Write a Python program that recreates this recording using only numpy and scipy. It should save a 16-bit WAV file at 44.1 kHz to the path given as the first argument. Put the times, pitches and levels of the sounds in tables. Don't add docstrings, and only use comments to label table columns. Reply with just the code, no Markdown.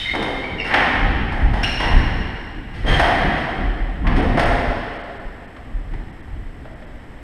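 import sys
import numpy as np
from scipy import signal
from scipy.fft import rfft, irfft
from scipy.io import wavfile
from scipy.ndimage import uniform_filter1d

SR = 44100
rng = np.random.default_rng(int(sys.argv[2]) if len(sys.argv) > 2 else 0)


def boost(x):
    u = np.asarray(x, float) / 20
    return 10 ** u


def digitize_waveform(pressure):
    field = np.atleast_2d(pressure).T
    bounded = np.clip(field, -1, 1)
    quanta = np.round(bounded * 32767).astype(np.int16)
    wavfile.write(sys.argv[1], SR, quanta)


N = 318831
LEAD = 4410
PLACES = 3

# start_s [s], level_db [dB], body_hz
# [Hz], hardness_db [dB]
SMACKS = [
    (.148, -9, 874, -6),
    (.222, -16.5, 420, 2.5),
    (1.631, -22, 1500, 15.5),
    (2.993, -2.5, 746, -3),
    (4.392, -12.5, 1270, 6.5),
    (5.913, -40, 810, 2),
]
# start_s [s], level_db [dB], body_hz [Hz], hardness_db [dB]
STROKES = [
    (.737, -3.5, 815, 6.5),
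    (4.067, -17, 1080, 9),
]
# start_s [s], level_db [dB], body_hz [Hz], hardness_db [dB]
FAR_BLOWS = [
    (.700, -6, 948, 5),
    (1.915, -12.5, 1720, -1.5),
    (3.022, -6.5, 750, 1),
    (3.190, -10.5, 790, 5),
    (4.040, -7, 990, -13),
    (4.461, -14.5, 666, 0),
]
# start_s [s], level_db
# [dB], body_hz [Hz], hardness_db [dB]
SLAPS = [
    (.133, -10.5, 430, -10),
    (1.170, -27, 500, -4),
    (1.317, -12.5, 860, -4.5),
    (1.532, -12, 810, -1.5),
    (1.798, -6, 935, 0.5),
    (4.160, -12.5, 750, 2),
    (2.842, -14.5, 500, -11),
    (4.188, -10.5, 486, -14),
    (4.370, -1, 663, -6.5),
]
# start_s [s], level_db [dB], body_hz [Hz], hardness_db [dB]
SCUFFS = [
    (-.03, -28, 830, 20.5),
    (.636, -13, 800, 4.5),
    (1.556, -23, 850, 5),
    (2.730, -28, 817, 10.5),
    (2.860, -7, 775, 3.5),
    (2.885, -10.5, 1790, 5.5),
    (3.350, -13, 805, -3.5),
    (6.945, -39, 800, -2),
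]
# start_s [s], level_db [dB], body_hz [Hz], hardness_db [dB]
TAPS = [
    (5.563, -37.5, 1160, 4.5),
    (5.934, -34.5, 890, 3.5),
    (6.650, -32.5, 635, -4),
    (6.820, -36.5, 593, -1),
]
# events, crack_db above hardness [dB], direct_db of first arrival [dB], body_db of note [dB]
CONTACTS = [(SMACKS, 5.5, 7.6, 5.6), (STROKES, -8.5, 6.9, 7), (FAR_BLOWS, -19, -2, 6.5),
            (SLAPS, 2.2, 4, 5.7), (SCUFFS, 3.5, -3.5, 4.3), (TAPS, -2, 10.1, 11.3)]
# start_s [s], level_db [dB], pitch_hz [Hz], length_s [s], glide_hz [Hz]
SQUEAKS = [(-.095, -20.5, 3070, 0.063, 16), (-.08, -11.5, 3640, 0.078, 83), (.040, -23, 2070, 0.106, 84),
           (.430, -29.5, 2240, 0.033, 19), (.580, -21.5, 2890, 0.0345, -200),
           (.590, -27.5, 2212, 0.066, 57), (.596, -29, 5100, .05, 150), (1.630, -16, 2728, 0.0308, 214),
           (1.630, -12, 5420, 0.018, 250), (1.637, -22, 4050, 0.011, 51), (1.632, -31, 2300, 0.012, 90),
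           (2.856, -17.5, 3194, 0.11, 25), (2.905, -26, 3160, 0.078, -28)]
# start_s [s], peak_db [dB], sway_hz [Hz], t60_s [s]
LANDINGS = [(1.022, -16.5, 38.7, 0.84), (1.107, -16, 61, 0.42), (1.412, -10, 54.6, 0.43),
            (1.879, -24, 28.8, 0.53), (1.93, -6.5, 34.9, 0.38), (2.83, -3, 25.8, 0.16),
            (2.875, -4, 29.9, 0.39), (3.178, -27, 35.4, 0.35), (3.634, -13, 41.7, 0.64),
            (3.783, -9.5, 37.3, 0.34), (4.046, -13, 43.5, 0.57), (4.252, -12.5, 31, 0.44),
            (4.475, -12, 41.3, 0.24), (4.656, -13, 40.4, 0.18), (5.246, -11, 29.2, 0.13),
            (5.729, -12.5, 35.3, 0.32), (5.86, -26, 36, 0.58), (6.303, -20, 33.1, 0.46),
            (6.439, -20, 26.8, 0.26)]
# full_weight_s [s], shudder_db [dB], knock_db [dB]
TREADS = [(.08, -29.5, -44), (.2, -30, -22.5), (0.361, -29, -45), (.56, -25.5, -25), (0.801, -27, -22),
          (1.04, -15.5, -19.5), (1.2, -16.5, -18), (1.469, -9, -18), (1.65, -20, -21), (1.95, -7.5, -16),
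          (2.19, -18, -21.5), (2.58, -24, -30), (2.919, -9, -16.5), (3.08, -33, -42), (3.26, -16.5, -15),
          (3.62, -21, -20), (3.72, -37, -23.5), (3.9, -29, -38), (4.081, -11.5, -18.5), (4.17, -13, -12.5),
          (4.36, -31, -15), (4.49, -13, -21.5), (4.7, -19.5, -28), (5.27, -42, -37), (5.7, -32, -35),
          (5.94, -21.5, -29.5), (6.34, -24.5, -38), (6.61, -30.5, -35.5), (6.95, -34, -44)]
# centre_hz [Hz], width_hz [Hz], level_db [dB]
FLOOR_MODES = [(31.6, 15, 6.5), (40.8, 18, -1), (65.2, 20, -6), (84, 110, -33)]
# freq_hz [Hz], t60_s [s]
COURT_RING = [(100, 0.61), (300, 2.83), (800, 2.12), (2000, 2.41), (4000, 2.13), (8000, 1.4), (14000, 1.4)]
# freq_hz [Hz], density_db [dB per Hz]
PLAY_TONE = [(60, -24), (120, -31), (250, -2), (500, -0.5), (1200, -6.5), (2400, -13), (4500, -26),
             (7000, -44.5), (10000, -46), (13000, -55.5), (15500, -58)]
# freq_hz [Hz], density_db [dB per Hz]
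HUM_TONE = [(20, -2.5), (54, -3.5), (200, -18.5), (500, -20), (1300, -28), (2500, -33), (4500, -46),
            (7000, -59.5), (10000, -58.5), (13000, -61), (15500, -71)]
# freq_hz [Hz], level_db [dB rms]
WHINE = [(7671, -78), (7720, -81)]
# centre_hz [Hz], width_hz [Hz], boost_db [dB]
HOUSING = [(254, 120, 7), (750, 115, 3), (1880, 460, 8), (3140, 390, 4.5), (5300, 480, 7), (6600, 670, 5),
           (8620, 780, 11), (11000, 510, 3.5)]
# centre_s [s], above_hz [Hz]
DROPOUTS = [(4.215, 4540), (4.45, 5700), (4.984, 4280), (5.028, 4250), (5.19, 4040), (5.47, 4000),
            (6.12, 4050), (6.22, 3570), (6.75, 4060), (6.86, 4060)]


def blows(rise_share=0.52, spread_s=0.011, body_share=0.22):
    upper_ratio, upper_share = 2.35, 0.26
    direct, sent = np.zeros(N + LEAD), np.zeros((PLACES, N + LEAD))
    hz, t = np.fft.rfftfreq(2048, 1 / SR), np.arange(4096) / SR
    corner_db = -3.5 / (1 + (hz / 1500) ** 2)
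    corner = causal(corner_db)[:256]
    events = sorted((*event, *traits) for kind, *traits in CONTACTS for event in kind)
    for k, (s, db, body_hz, hard_db, crack_db, direct_db, body_db) in enumerate(events):
        spread = spread_s * boost(-.6 * direct_db)
        rise = 1 - np.exp(-t / (rise_share * spread))
        cluster = rng.standard_normal(len(t)) * rise * np.exp(-t / spread)
        lines = rfft(cluster)
        smooth_power = uniform_filter1d(np.abs(lines) ** 2, size=9)
        even = irfft(lines / np.sqrt(smooth_power))

        tilt_db = at_hz([(900, 0.015), (2500, hard_db), (10000, hard_db + crack_db)], hz)
        thin_db = -7.0 / (1 + (hz / (0.68 * body_hz)) ** 6)
        upper_hz = upper_ratio * body_hz
        first_note = bump(hz, body_hz, body_share * body_hz, body_db)
        second_note = bump(hz, upper_hz, body_share * upper_hz, upper_share * body_db)
        body = causal(tilt_db + thin_db + first_note + second_note)
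        smack = signal.fftconvolve(body, even * rise)
        add(sent[k % PLACES], boost(db + 46) * smack, s)
        add(direct, boost(db + direct_db + 26.5) * signal.fftconvolve(smack, corner), s)
    return direct, sent


def squeaks(chatter_db=5.5, wobble=0.015, direct_db=3.0):
    direct, sent = np.zeros(N + LEAD), np.zeros((PLACES, N + LEAD))
    for k, (s, db, hz, length_s, glide_hz) in enumerate(SQUEAKS):
        order_db = -11 + 57 * length_s
        grip = rms_one(band(rng.standard_normal((2, 8192)), 14.6, 133))
        u = np.arange(min(round(length_s * SR), 8192)) / (length_s * SR)
        pitch_hz = (hz + glide_hz * u) * (1 + wobble * grip[0, :len(u)])
        phase = 2 * np.pi * np.cumsum(pitch_hz) / SR
        orders = [n for n in range(1, 6) if n * hz < 16000]
        tone = sum(boost(order_db * (n - 2)) * np.sin(n * phase) for n in orders)
        swell = np.sin(np.pi * u ** 1.04) ** 0.96
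        pressure = rms_one(swell * boost(chatter_db * grip[1, :len(u)]))
        squeak = boost(db - 2) * pressure * tone
        add(sent[k % PLACES], boost(46.0) * squeak / np.sqrt(length_s * SR), s)
        add(direct, boost(direct_db) * squeak, s)
    return direct, sent


def court_echo(first_per_s=2500, thicken_s=.02, fill_s=0.0062):
    t = np.arange(round(2.6 * SR)) / SR
    share = np.minimum(first_per_s * (1 + (t / thicken_s) ** 2) / SR, 1)
    struck = rng.random(len(t)) < share
    echoes = rng.standard_normal(len(t)) * struck / np.sqrt(share)
    hz, s, cells = signal.stft(echoes, SR, nperseg=256)
    decay = boost(-60 * s / at_hz(COURT_RING, hz)[:, None])
    dying = signal.istft(cells * decay, SR, nperseg=256)[1][:len(t)]
    return dying * (1 - np.exp(-t / fill_s)) / np.sqrt(SR)


def landings(share_db=2.0):
    give_s = 0.023
    out, t = np.zeros(N + LEAD), np.arange(SR) / SR
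    for (s, db, hz, t60), (turn, upper_turn) in zip(LANDINGS, rng.random((len(LANDINGS), 2))):
        shape = (1 - np.exp(-(t / give_s) ** 2)) * boost(-60 * t / t60)
        sway = np.sin(2 * np.pi * (hz * t + turn))
        upper_sway = 0.25 * np.sin(2 * np.pi * (1.4 * hz * t + upper_turn))
        add(out, boost(db + share_db) * shape * (sway + upper_sway), s)
    return out[LEAD:]


def shudder(even=0.57, low_db=-5.5, knock_db=-9.0, top_hz=140):
    s, tread_shudder_db, tread_knock_db = np.transpose(TREADS)
    push = rng.standard_normal((2, N + SR))
    low = sum(boost(db) * rms_one(band(push[0], hz - w / 2, hz + w / 2, order=1)) for hz, w, db in FLOOR_MODES)
    low = band(low, 12.2, top_hz, order=3)
    low = low / np.sqrt(uniform_filter1d(low ** 2, 3000) + 1e-3) ** even
    knock = band(push[1], 75, 327.4, order=4)
    low_weight = treading(s, tread_shudder_db, load_db_per_s=112, settle_db_per_s=69.5)
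    knock_weight = treading(s, tread_knock_db, load_db_per_s=103, settle_db_per_s=46.5)
    return (boost(low_db) * low_weight * rms_one(low[SR:])
            + boost(knock_db) * knock_weight * rms_one(knock[SR:]))


def treading(s, db, load_db_per_s, settle_db_per_s):
    after = np.arange(0, N + 64, 64)[:, None] / SR - s
    level_db = db - np.maximum(-load_db_per_s * after, settle_db_per_s * after)
    weight = np.sqrt(np.sum(boost(2 * level_db), axis=1))
    return np.interp(np.arange(N) / 64, np.arange(len(after)), weight)


def hall_hum():
    noise = rng.standard_normal(N + LEAD)
    return boost(-39.5) * rms_one(housed(noise, HUM_TONE)[LEAD:])


def camera_electronics():
    t = np.arange(N) / SR
    whine = sum(np.sqrt(2) * boost(db + 1) * np.sin(2 * np.pi * hz * t) for hz, db in WHINE)
    since_tick = (t - .0046) % (1 / 48.0)
    tick = boost(-73.5 - 60 * since_tick / 0.046) * np.sin(2 * np.pi * 11300 * t)
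    return whine + tick


def housed(x, spectrum):
    hz = np.fft.rfftfreq(8192, 1 / SR)
    level_db = at_hz(spectrum, hz) + sum(bump(hz, *peak) for peak in HOUSING)
    return signal.oaconvolve(x, causal(level_db))[:len(x)]


def at_hz(points, hz):
    point_hz, values = np.transpose(points)
    return np.interp(np.log(hz + 1), np.log(point_hz), values)


def bump(hz, centre_hz, width_hz, boost_db):
    return boost_db * np.exp(-2 * ((hz - centre_hz) / width_hz) ** 2)


def causal(level_db):
    cepstrum = irfft(np.log(boost(level_db)))
    cepstrum[1:len(level_db) - 1] *= 2
    cepstrum[len(level_db):] = 0
    return irfft(np.exp(rfft(cepstrum)))


def rms_one(x):
    return x / np.sqrt(np.mean(x ** 2) + 1e-20)


def band(x, low_hz, high_hz, order=2):
    return signal.sosfilt(signal.butter(order, [low_hz, high_hz], "band", fs=SR, output="sos"), x)


def add(track, sound, s):
    i = round(s * SR) + LEAD
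    track[i:i + len(sound)] += sound[:len(track) - i]


def scene():
    ball, ball_sent = blows()
    sole, sole_sent = squeaks()
    ringing = sum(signal.fftconvolve(x, court_echo())[:N + LEAD] for x in ball_sent + sole_sent)
    play = housed(ball + sole + ringing, PLAY_TONE)[LEAD:]
    floor = landings() + shudder()
    background = hall_hum() + camera_electronics()
    return (play + floor + background)[None]


def roll_off(x):
    return signal.sosfilt(signal.butter(12, 15150, fs=SR, output="sos"), x)


def record(dry):
    x, t = 1.432 * np.tanh(dry / 1.19), np.arange(N) / SR
    for s, hz in DROPOUTS:
        i = slice(round(s * SR) - 2048, round(s * SR) + 2048)
        treble = signal.sosfiltfilt(signal.butter(6, hz, "high", fs=SR, output="sos"), x[:, i])
        loss = np.clip(2.5 - np.abs(t[i] - s) / .0025, 0, .97)
        x[:, i] = x[:, i] - treble * loss
    return roll_off(x)


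dry = scene()
out = record(dry)
digitize_waveform(out)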